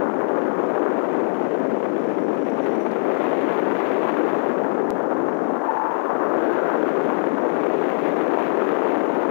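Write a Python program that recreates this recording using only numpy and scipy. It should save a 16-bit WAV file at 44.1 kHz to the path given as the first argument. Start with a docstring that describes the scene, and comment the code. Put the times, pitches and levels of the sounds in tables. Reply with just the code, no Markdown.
"""On a hang glider swinging through steep turns, wind rushes over a microphone fixed to the frame.
Four bands of noise make the wind: eddies buffet the microphone and the rush brightens with airspeed.
Loose howls are noise around a gliding pitch; whistles on the rigging are wavering sines with weak overtones.
Wind, hiss and two ticks are on the left; the right has faint hiss, a faint whine and one click."""
import sys
import numpy as np
from scipy import signal
from scipy.fft import rfft, irfft
from scipy.io import wavfile
from scipy.ndimage import map_coordinates

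SR = 44100
rng = np.random.default_rng(int(sys.argv[2]) if len(sys.argv) > 2 else 0)


def inscribe(sig):
    """Save sig as 16-bit PCM at rate SR to the path in sys.argv[1].

    A 1-D sig is mono; a 2-D sig holds one channel per row.
    Samples are clipped to [-1, 1] before scaling.
    """
    pcm = np.round(np.clip(np.atleast_2d(sig).T, -1, 1) * 32767)
    wavfile.write(sys.argv[1], SR, pcm.astype(np.int16))


N = 410130
TIME = np.arange(N) / SR  # seconds
BINS = np.maximum(np.arange(N // 2 + 1) * SR / N, 1)  # Hz


def from_db(db):
    """Decibels to gain."""
    return 10 ** (np.asarray(db) / 20)


def rms_one(x):
    """Scale to unit power."""
    return x / np.sqrt(np.mean(x ** 2) + 1e-20)


def in_time(points):
    """One value per sample from (seconds, value) points joined by straight lines."""
    seconds, values = np.transpose(points)
    return np.interp(TIME, seconds, values)


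def colour(points):
    """Gain at every frequency from (Hz, dB) points."""
    hz, db = np.transpose(points)
    return from_db(np.interp(np.log(BINS), np.log(hz), db))


def below(edge_hz, order):
    """Gain of a low-pass at every frequency."""
    return 1 / np.sqrt(1 + (BINS / edge_hz) ** (2 * order))


def above(edge_hz, order):
    """Gain of the matching high-pass."""
    return 1 / np.sqrt(1 + (edge_hz / BINS) ** (2 * order))


def shaped(x, gains):
    """Filter by a gain at every frequency."""
    return irfft(rfft(x) * gains, N)


def noise(gains, strength=1):
    """Noise of the given rms strength, coloured by the gains."""
    return shaped(strength * rng.standard_normal(N), rms_one(gains))


def drift(rate_hz):
    """Random wandering up to the given rate, without its slowest swings; spread 1."""
    return noise(below(rate_hz, order=2) * above(2.8, order=2))


def swell(peak_s, attack_s, release_s, first_hz, last_hz, peak_db, bend):
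    """Pitch and gain of an air tone that grows and fades as it glides, later and faster with more bend."""
    start_s, end_s = peak_s - attack_s, peak_s + release_s
    progress = np.interp(TIME, [start_s, end_s], [0, 1])
    pitch_hz = first_hz + (last_hz - first_hz) * progress ** bend
    gain = from_db(peak_db) * np.interp(TIME, [start_s, peak_s, end_s], [0, 1, 0])
    return pitch_hz, gain


def airflow():
    """Levels in dB of rumble, buffeting, rush and bright edge: large eddies hardly change, small ones do."""
    # Airspeed through the turns, heard as the wind's bright edge. Each row: time in seconds, level in dB.
    airspeed = [(0, -47), (.6, -44), (1.0, -42.5), (1.5, -43.5), (2.35, -44.5), (2.75, -40.5),
                (3.03, -41.5), (3.22, -36.5), (4.3, -37), (4.75, -46.5), (5.5, -47.5), (6.05, -46),
                (6.55, -40), (7.1, -39.5), (7.35, -42), (7.8, -38), (8.9, -37), (9.3, -40)]
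    # The midrange rush past the microphone. Each row: time in seconds, level in dB.
    rush_curve = [(0, -27), (.9, -26.0), (1.5, -30), (2.3, -32), (3.03, -28), (3.25, -26.6), (4.25, -24.8),
                  (4.85, -27.5), (5.7, -27), (6.25, -23.5), (6.8, -25.5), (8.0, -27), (8.75, -24),
                  (9.3, -26)]
    edge_db, rush_db = in_time(airspeed), in_time(rush_curve)
    speed_swing = edge_db - np.mean(edge_db)
    rush_swing = rush_db - np.mean(rush_db)

    # the flow briefly runs smoothly past the microphone and the low roar thins
    start_s, attack_s, hold_s, release_s = 5.55, 0.074, .36, .32
    corners_s = np.cumsum([start_s, attack_s, hold_s, release_s])
    smooth = np.interp(TIME, corners_s, [0, 1, 1, 0])

    # the buffeting follows a share of the upper bands' swing;
    # the rumble leans the other way, swelling as the rush sinks
    rumble_db = -29.0 - 0.33 * rush_swing - 7.5 * smooth
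    buffet_db = -21 + 0.17 * speed_swing + 0.21 * rush_swing - 4.5 * smooth

    # small random gusts, separate in each size of eddy
    gust_rate_hz, gust_db = 2.6, 0.53
    levels_db = (rumble_db, buffet_db, rush_db, edge_db)
    return [level_db + gust_db * drift(gust_rate_hz) for level_db in levels_db]


def wind(rumble_db, buffet_db, rush_db, edge_db):
    """Large eddies rumble evenly; small ones are shed in bursts that make the upper bands flutter together."""
    # Long-term colour of the wind, scaled anew in each band.
    # Each row: frequency in Hz, relative level in dB per Hz.
    wind_colour = [(25, -60.5), (60, -55), (85, -42.5), (120, -25), (170, -11.5), (230, -3.5), (310, 1),
                   (420, 0.77), (600, -3.5), (1000, -10), (1600, -18), (2400, -27.5), (3400, -37.5),
                   (5200, -55)]
    rumble_top_hz, buffet_top_hz, rush_top_hz = 280.5, 701, 1777
    eddies = rms_one(drift(28) + 1.85 * drift(270))

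    def turbulence(zone, level_db, burst_db, own_db):
        """One band of noise that flutters with the shared eddies and a little on its own."""
        flutter = rms_one(from_db(burst_db * eddies + own_db * drift(60)))
        return noise(colour(wind_colour) * zone, from_db(level_db) * flutter)

    def between(low_hz, high_hz):
        """Gain of a band-pass at every frequency."""
        return above(low_hz, order=6) * below(high_hz, order=6)

    rumble = turbulence(below(rumble_top_hz, order=6), rumble_db, burst_db=0.04, own_db=-0.34)
    buffet = turbulence(between(rumble_top_hz, buffet_top_hz), buffet_db, burst_db=2.5, own_db=0.84)
    rush = turbulence(between(buffet_top_hz, rush_top_hz), rush_db, burst_db=3.0, own_db=0.48)
    edge = turbulence(above(rush_top_hz, order=6), edge_db, burst_db=3.0, own_db=0.5)
    return rumble + buffet + rush + edge


def live_hiss(edge_db):
    """Fine hiss under the wind that swells a little with its bright edge."""
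    # Colour of the hiss. Each row: frequency in Hz, relative level in dB per Hz.
    hiss_colour = [(100, -5.5), (4000, -4), (6500, 3.5), (8000, 2.5)]
    level_db = -59.5 + 0.32 * (edge_db - np.mean(edge_db)) + 1.1 * drift(120)
    return noise(colour(hiss_colour) * below(9000, order=8), from_db(level_db))


def howl(event, bend, half_width_hz):
    """A turbulent wake sheds vortices loosely around one rate, which glides as the glider turns."""
    centre_hz, gain = swell(*event, bend)
    phase = 2 * np.pi * np.cumsum(centre_hz) / SR
    spread = below(half_width_hz, order=2)
    return gain * (noise(spread) * np.cos(phase) + noise(spread) * np.sin(phase))


def wake_howls():
    """Breathy howls from the wakes of frame and rigging, with their lows taken out."""
    # Each row: peak time in seconds, attack in seconds, release in seconds,
    # first pitch in Hz, last pitch in Hz, rms level at the peak in dB ahead of the low cut.
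    howls = [(.57, 0.26, .53, 1158, 1213, -34.5), (3.371, 0.12, .18, 720, 563, -29),
             (5.679, .1, .85, 889, 1403, -24.5), (6.45, .35, .45, 440.7, 525, -22),
             (6.52, .27, .8, 1518, 1370, -33.5)]
    total = sum(howl(event, bend=1.9, half_width_hz=130) for event in howls)
    return shaped(total, above(250, order=6))


def whistle(event, bend, waver, waver_hz, flutter_db, overtone_db):
    """Vortices leave a wire at a rate that wavers with the turbulent air; each overtone is weaker by a step."""
    # A whistle catches and surges. Each row: time of the surge in seconds, gain in dB.
    surges = [(5.697, 18), (5.775, 3)]
    surge_s = 0.016
    pitch_hz, gain = swell(*event, bend)
    wavering_hz = pitch_hz * (1 + waver * drift(waver_hz))
    phase = 2 * np.pi * np.cumsum(wavering_hz) / SR
    tone = sum(from_db(k * overtone_db) * np.sin((k + 1) * phase) for k in range(3))
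    fluttering = rms_one(tone * from_db(flutter_db * drift(60)))
    surge_db = sum(db * np.exp(-((TIME - s) / surge_s) ** 2) for s, db in surges)
    return gain * from_db(surge_db) * fluttering


def rigging_whistles():
    """Air whistling on wires, first thin and high, then hollow."""
    # Each row: peak time in seconds, attack in seconds, release in seconds,
    # first pitch in Hz, last pitch in Hz, level at the peak in dB ahead of flutter and surges.
    whistles = [(2.8, 1.2, .28, 5200, 5960, -62.5), (5.82, 0.19, 0.15, 877, 906, -24.5)]
    thin, hollow = whistles
    wires = whistle(thin, bend=.9, waver=0.034, waver_hz=400, flutter_db=5.5, overtone_db=-41)
    wires += whistle(hollow, bend=3.7, waver=.03, waver_hz=90, flutter_db=-0.5, overtone_db=-20.5)
    return wires


def ticks(decay_s=0.0038):
    """Tiny bright snaps of noise that die within milliseconds."""
    # Each row: time in seconds, relative strength in dB.
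    tick_list = [(2.9144, -35), (5.9144, -54)]
    strength = 0
    for start_s, db in tick_list:
        strength += from_db(db) * (TIME >= start_s) * np.exp(-np.abs(TIME - start_s) / decay_s)
    return noise(above(3000, order=2) * below(8000, order=4), .4 * strength)


def scene():
    """Everything heard at the one microphone, on the left; the right is still empty."""
    rumble_db, buffet_db, rush_db, edge_db = airflow()
    air = wind(rumble_db, buffet_db, rush_db, edge_db)
    left = air + live_hiss(edge_db) + wake_howls() + rigging_whistles() + ticks()
    return np.array([left, np.zeros(N)])


def limiter(x, threshold_db, follow_s):
    """Gain drops for a moment whenever the running level passes the threshold."""
    keep = np.exp(-1 / (follow_s * SR))
    power = signal.lfilter([1 - keep], [1, -keep], x ** 2)
    gain = (1 + (power / from_db(threshold_db) ** 2) ** 2) ** (-1 / 4)
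    return x * shaped(gain, below(77, order=4))


def overload(x, ceiling_db):
    """The tallest peaks are rounded off; the grit this makes has no deep bass."""
    ceiling = from_db(ceiling_db)
    grit = ceiling * np.tanh(x / ceiling) - x
    return x + shaped(grit, above(170, order=4))


def coarse_sampling(live, rate_hz):
    """Coarse samples joined by straight lines mirror a trace of the wind into the top octave."""
    instants_s = np.arange(0, N / SR, 1 / rate_hz)
    samples = map_coordinates(live, [instants_s * SR], order=3, mode="nearest")
    return np.interp(TIME, instants_s, samples)


def idle_channel():
    """Faint coloured hiss and steady sine whines on the unused channel."""
    # Colour of the hiss. Each row: frequency in Hz, relative level in dB per Hz.
    hiss_colour = [(20, 8), (60, -1.5), (300, -0.5), (1000, -1.5), (3000, -3.5), (6000, -9), (10000, -16.5),
                   (14000, -31.5)]
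    # Faint whine. Each row: frequency in Hz, level in dB rms.
    whines = [(599, -78.5), (1480, -81)]
    whine = sum(from_db(db) * np.sqrt(2) * np.sin(2 * np.pi * hz * TIME) for hz, db in whines)
    return noise(colour(hiss_colour), from_db(-64)) + whine


def contact_click(left):
    """A momentary contact closes with a sharp step, spills the left channel over and lets go softly."""
    contact_s, length_s = 4.9049, .0033
    since = TIME - contact_s
    # fully closed for three quarters of its length, then a ramp to nothing
    contact = (since >= 0) * np.clip(4 * (1 - since / length_s), 0, 1)
    step = from_db(-14.5) * np.exp(-np.abs(since) / 0.00029)
    spill = .7 * left * (1 - np.exp(-np.abs(since) / 0.00024))
    return contact * (spill + step)


def record(dry):
    """A narrow-band recorder feeds the left channel; a momentary contact spills it into the idle right one."""
    live = limiter(from_db(1.0) * dry[0], threshold_db=-15.0, follow_s=0.0033)
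    live = shaped(overload(live, ceiling_db=-1.5), below(7370, order=22))
    left = coarse_sampling(live, rate_hz=16000)
    left = shaped(left, colour([(10500, 0), (13500, 2.5)]))  # slight treble lift
    right = idle_channel() + contact_click(left)
    return np.array([shaped(channel, below(15700, order=90)) for channel in (left, right)])


dry = scene()
out = record(dry)
inscribe(out)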